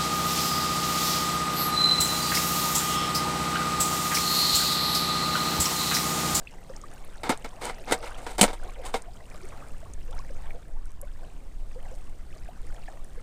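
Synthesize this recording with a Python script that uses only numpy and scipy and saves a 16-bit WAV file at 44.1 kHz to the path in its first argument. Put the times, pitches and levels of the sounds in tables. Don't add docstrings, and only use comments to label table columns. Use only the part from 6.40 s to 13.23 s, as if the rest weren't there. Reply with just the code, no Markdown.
import sys
import numpy as np
from scipy import signal
from scipy.fft import rfft, irfft, next_fast_len
from scipy.io import wavfile
from scipy.ndimage import uniform_filter1d, map_coordinates

SR = 44100
rng = np.random.default_rng(int(sys.argv[2]) if len(sys.argv) > 2 else 0)


def materialize(psi):
    bounded = np.clip(np.atleast_2d(psi).T, -1, 1)
    quanta = np.round(bounded * 32767).astype(np.int16)
    wavfile.write(sys.argv[1], SR, quanta)


N = 301070


def amp(db):
    return 10 ** (np.asarray(db) / 20)


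def unit(x):
    return x / np.sqrt(np.mean(x ** 2) + 1e-20)


def decay(t, t60):
    return np.exp(-np.log(1000) * t / t60)


def wobble(rate):
    knots = rng.standard_normal(int(N * rate / SR) + 4)
    return map_coordinates(knots, [np.arange(N) * rate / SR])


def grit(rough_db):
    return unit(rng.standard_normal(N) * amp(rough_db * wobble(700)))


def colour(x, spectrum, modes=()):
    size = 2 * next_fast_len(N // 2 + 8192)
    hz = np.fft.rfftfreq(size, 1 / SR)
    points_hz, db = np.transpose(spectrum)
    power = amp(np.interp(np.log(hz + 1), np.log(points_hz), db)) ** 2
    for centre, width, level in modes:
        power += amp(level) ** 2 / (1 + (2 * (hz - centre) / width) ** 2)
    cepstrum = irfft(np.log(unit(np.sqrt(power)) + 1e-6))
    cepstrum[1:size // 2] *= 2
    cepstrum[size // 2 + 1:] = 0
    return irfft(rfft(x, size) * np.exp(rfft(cepstrum)))[:N]


def add(track, s, sound):
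    part = track[max(round(s * SR), 0):][:len(sound)]
    part += sound[:len(part)]


# t/s, level/dB
GUSTS = [(0, -39.5), (1.2, -35.5), (1.6, -33.5), (2.3, -31), (2.9, -39), (3.45, -31), (4.6, -32),
         (5.4, -33), (6.2, -31), (6.83, -35.5)]
# f/Hz, level/dB
RUMBLE_SPECTRUM = [(4, -8.5), (10, 2), (20, -1), (35, -12), (60, -19.5), (100, -29.5), (200, -44.5),
                   (400, -55), (1000, -81)]
# f/Hz, level/dB
DISTANT_SPECTRUM = [(60, -20), (110, -4), (310, -12.5), (650, -20), (1200, -29.5), (4000, -34), (6000, -36),
                    (8500, -32), (11000, -43), (15000, -41)]


def wind():
    gust_db = np.interp(np.arange(N) / SR, *np.transpose(GUSTS)) - 0.5
    eddies_db = 1.6 * wobble(8)
    buffet = amp(gust_db + eddies_db) * unit(colour(rng.standard_normal(N), RUMBLE_SPECTRUM))
    rustle = amp(-55 + 1.6 * wobble(3.1)) * colour(rng.standard_normal(N), DISTANT_SPECTRUM)
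    return buffet + rustle


# t/s, level/dB, f/Hz
TACKLE_TICKS = [(0.364, -33.5, 6350), (0.415, -38, 6800), (0.537, -40, 8600), (0.648, -46, 10800),
                (1.090, -41, 7040), (1.579, -40, 5050), (2.621, -33.5, 7200), (3.088, -40, 7600),
                (3.536, -34, 7300), (3.79, -35.5, 5200), (4.1067, -25, 2040), (4.6147, -32, 9500),
                (6.644, -40, 8400)]


def tackle():
    out, t = np.zeros(N), np.arange(SR // 16) / SR
    for s, db, hz in TACKLE_TICKS:
        band = signal.butter(2, [hz / 1.22, hz * 1.22], "band", fs=SR, output="sos")
        crack = rng.standard_normal(len(t)) * decay(t, t60=0.012)
        add(out, s, amp(db + 4) * (signal.sosfilt(band, crack) + amp(-27.5) * crack))
    return out


def bubble(t, hz, t60, rise):
    phase = 2 * np.pi * hz * t * (1 + rise * t / t60 / 2)
    onset = 1 - np.exp(-2 * hz * t)
    return onset * np.sin(phase) * decay(t, t60)


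def bubbles(count, centre_hz, octaves, cycles, spread_db, rise, samples):
    start = rng.integers(0, N, (count, 1))
    hz = np.clip(centre_hz * 2 ** (octaves * rng.standard_normal((count, 1))), 280, 14000)
    gain = amp(spread_db * np.minimum(rng.exponential(size=(count, 1)), 3.5))
    rings = gain * bubble(np.arange(samples) / SR, hz, cycles / hz, rise)
    positions = start + np.arange(samples)
    return unit(np.bincount(positions.ravel(), rings.ravel(), N)[:N])


def sloshing(patchy_db):
    noise = signal.stft(rng.standard_normal(N), nperseg=512)[2]
    patches = rng.standard_normal(noise.shape)
    for _ in range(2):
        patches = uniform_filter1d(patches, size=5, axis=0)
        patches = uniform_filter1d(patches, size=7, axis=1)
    return unit(signal.istft(noise * amp(patchy_db * unit(patches)), nperseg=512)[1][:N])


# crest t/s, rise/s, flow level/dB, froth/dB re flow
WAVELETS = [(.13, 0.13, -57, 1.5), (.33, 0.081, -52.5, -1), (.56, 0.053, -51, -1.5),
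            (.76, 0.078, -52.5, -1), (.98, 0.045, -53, 0.5), (1.15, 0.041, -51.5, -4.5),
            (1.42, 0.11, -50.5, 0), (1.68, 0.11, -45.5, -2.5), (2.25, .05, -49, -0.5),
            (2.46, 0.091, -49, -13), (2.63, 0.019, -56, -6), (2.76, .03, -61, 6), (2.94, 0.051, -58, 6),
            (3.08, 0.069, -48.5, -3.5), (3.23, .04, -53.5, -4), (3.42, 0.026, -59, -1),
            (3.79, 0.12, -56, 4.5), (4.05, 0.089, -52, -5.5), (4.47, 0.043, -59, -1.5),
            (4.68, .04, -59.5, 0.5), (4.84, 0.045, -58.5, -1.5), (5.33, .04, -63, 3.5),
            (5.52, 0.072, -54, -0.5), (5.93, 0.03, -57.5, 3), (6.09, .04, -56.5, -3.5),
            (6.34, 0.099, -55.5, 1), (6.49, 0.042, -56.5, -0.5), (6.78, 0.031, -63.5, 5.5)]


def lapping(ripple_db=-65.5, drain_db_per_s=48):
    t = np.arange(N) / SR
    flow_power, froth_power = np.full((2, N), amp(ripple_db) ** 2)
    for crest, rise, db, froth_db in WAVELETS:
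        swell = np.exp(-(np.minimum(t - crest, 0) / rise) ** 2 / 2)
        drained_db = drain_db_per_s * np.maximum(t - crest, 0)
        power = (swell * amp(db - drained_db)) ** 2
        flow_power += power
        froth_power += power * amp(froth_db) ** 2
    return np.sqrt(flow_power), np.sqrt(froth_power)


# f/Hz, level/dB
WASH_SPECTRUM = [(150, -23), (300, -0.5), (520, 5), (750, 5), (1100, -7.5), (2000, -11.5), (3500, -15),
                 (6000, -29.5), (12000, -34)]
SPRAY_SPECTRUM = [(1500, -7), (3500, -3.5), (6000, -1.5), (8700, 6), (10500, -3.5), (15000, -15)]


def waves():
    flow, froth = lapping()
    wash = colour(sloshing(patchy_db=4.5), WASH_SPECTRUM)
    gurgle = bubbles(1200, centre_hz=950, octaves=0.55, cycles=50, spread_db=4, rise=0.55, samples=4000)
    fizz = bubbles(1700, centre_hz=1850, octaves=0.55, cycles=36, spread_db=4, rise=0.36, samples=1800)
    drops = bubbles(3000, centre_hz=6500, octaves=0.5, cycles=28, spread_db=5, rise=0.06, samples=500)
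    spray = amp(-11) * drops + amp(-12) * colour(grit(rough_db=10.5), SPRAY_SPECTRUM)
    return flow * (amp(-1) * wash + amp(-5) * gurgle) + froth * (amp(-4.5) * fizz + spray)


# t/s, f/Hz, level/dB
AIR_POCKETS = [(0.072, 2500, -29.5), (0.298, 504, -35), (0.437, 1116, -36.5), (1.172, 616, -38),
               (1.712, 1410, -29.5), (2.394, 502, -37), (2.46, 954, -32), (2.679, 660, -38),
               (3.028, 356, -40), (3.125, 1024, -39), (3.222, 1177, -37.5), (3.427, 619, -41),
               (3.457, 1065, -36.5), (3.685, 468, -38), (3.793, 1017, -38.5), (3.898, 517, -38.5),
               (4.042, 835, -36), (4.141, 458, -38.5), (4.357, 810, -43), (4.628, 539, -35),
               (5.358, 474, -33), (5.515, 490, -35), (6.087, 672, -38.5), (6.478, 1650, -38.5),
               (6.484, 718, -39), (6.773, 462, -42)]


def plops(ring_cycles=42, swell_cycles=1.9, flutter_db=3.5):
    out, t = np.zeros(N), np.arange(SR // 5) / SR
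    for s, hz, db in AIR_POCKETS:
        t60 = ring_cycles / hz
        swell = 1 - np.exp(-hz * t / swell_cycles)
        add(out, s, amp(db + 2) * swell * bubble(t, hz, t60, rise=0.394))
        for lag, scatter in zip(rng.uniform(0.102, 1, size=4), rng.standard_normal(size=4)):
            pitch_ratio = 2 ** (0.8 * lag + 0.1 * scatter)
            shed = bubble(t, hz * pitch_ratio, t60 / pitch_ratio, rise=0.2)
            add(out, s + 0.8 * lag * t60, amp(db - 10 - 20 * lag) * shed)
    return out * amp(flutter_db * wobble(150))


# t/s, f/Hz, level/dB, t60/s
MOUNT_THUMPS = [(0.895, 266, -10.5, 0.042), (1.522, 476, -21.5, 0.13), (2.0117, 200, -9.5, .08),
                (2.0276, 214, -15.5, 0.097), (2.0285, 604, -19.5, 0.12), (2.5406, 463, -21.5, 0.096),
                (2.542, 770, -14.5, 0.053)]


def thumps(rise_cycles=0.31):
    out, t = np.zeros(N), np.arange(SR // 5) / SR
    for s, hz, db, t60 in MOUNT_THUMPS:
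        onset = 1 - np.exp(-hz * t / rise_cycles)
        add(out, s, amp(db) * onset * np.sin(2 * np.pi * hz * t) * decay(t, t60))
    return out


# t/s, length/s, level/dB, treble/dB re level
FINGER_STROKES = [(.85, 0.024, -33.5, -19), (1.219, 0.07, -34.5, -9.5), (1.477, 0.032, -35, -16),
                  (1.628, .05, -40, -14), (1.779, 0.18, -49.5, -6.5), (1.89, 0.026, -47, -8.5),
                  (2.05, 0.062, -40.5, -12.5), (2.439, 0.057, -45.5, -13), (2.536, .04, -51, 1)]


def strokes(attack_s=0.0058, release_s=0.016):
    start, length, db, treble_db = np.transpose(FINGER_STROKES)[:, :, None]
    age = np.arange(N) / SR - start
    grip = amp(db) * np.exp(np.minimum(age, 0) / attack_s - np.maximum(age - length, 0) / release_s)
    return np.array([grip.sum(0), (grip * amp(treble_db)).sum(0)])


# t/s, level/dB, treble/dB re level
GEAR_KNOCKS = [(0.8335, -27.5, -13), (0.893, -19.5, -8), (0.9015, -18.5, -12), (0.922, -25.5, -23),
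               (1.0447, -31, -15), (1.295, -31, -18), (1.511, -25, -8), (1.5215, -15, -4.5),
               (1.531, -22.5, -27), (1.866, -30.5, -15), (1.9819, -25.5, -3.5), (1.991, -21, -9),
               (2.0121, -14.5, 5), (2.028, -16, 3.5), (2.0396, -14.5, -13), (2.079, -29, -32),
               (2.13, -34.5, -10), (2.452, -40.5, 2), (2.464, -43, 1), (2.5407, -21.5, -13),
               (2.554, -29.5, -16)]
# f/Hz, level/dB
BODY_SPECTRUM = [(60, -20.5), (150, -17), (270, -3), (380, -7), (800, -2.5), (1200, -12.5), (2500, -18.5),
                 (5000, -19), (9000, -33.5), (15000, -54)]
EDGE_SPECTRUM = [(500, -28.5), (2000, -2.5), (4000, -3.5), (5500, -7.5), (7500, 1.5), (9300, -0.5),
                 (10300, -11), (15000, -13)]
# f/Hz, width/Hz, level/dB
HOUSING_MODES = [(478, 76, 0), (610, 60, -8), (753, 28, 3.5), (910, 78.9, 0.5), (1342, 200, -5.5),
                 (1616, 20, -8.5), (2146, 200, -6.5), (3660, 285, -14)]
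CATCH_MODES = [(3040, 43, 8.5), (4000, 260, -3), (6400, 500, -6), (7400, 200, -4.5), (8000, 150, 5),
               (8750, 65.3, 5), (8760, 49, 2), (9240, 230, 4)]


def handling(knock_t60_s=0.086, reference_db=-23, halving_db=29.5):
    body_power, edge_power, cracks = np.zeros((3, N))
    t = np.arange(SR // 4) / SR
    for s, db, treble_db in GEAR_KNOCKS:
        t60 = knock_t60_s * 2 ** ((reference_db - db) / halving_db)
        blow = amp(db) * decay(t, t60)
        add(body_power, s, blow ** 2)
        add(edge_power, s, (blow * amp(treble_db)) ** 2)
        add(cracks, s, [amp(db + treble_db + 9)])
    rub, scrape = strokes() * amp(1.5 * wobble(70))
    scrape *= amp(1.5 * wobble(250))
    body = np.sqrt(body_power + rub ** 2) * grit(rough_db=1.5)
    edge = np.sqrt(edge_power + scrape ** 2) * grit(rough_db=3.5) + cracks
    return colour(body, BODY_SPECTRUM, HOUSING_MODES) + colour(edge, EDGE_SPECTRUM, CATCH_MODES)


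def scene():
    return (waves() + plops() + handling() + thumps() + tackle() + wind())[None]


def record(dry, ceiling=0.9, top_hz=15800, skirt_hz=700):
    rounded = dry / (1 + np.abs(dry / ceiling) ** 4) ** (1 / 4)
    size = next_fast_len(N + SR // 4)
    hz = np.fft.rfftfreq(size, 1 / SR)
    passband = np.clip((top_hz - hz) / skirt_hz, 0, 1) ** 2
    return irfft(rfft(rounded, size) * passband, size)[:, :N]


dry = scene()
out = record(dry)
materialize(out)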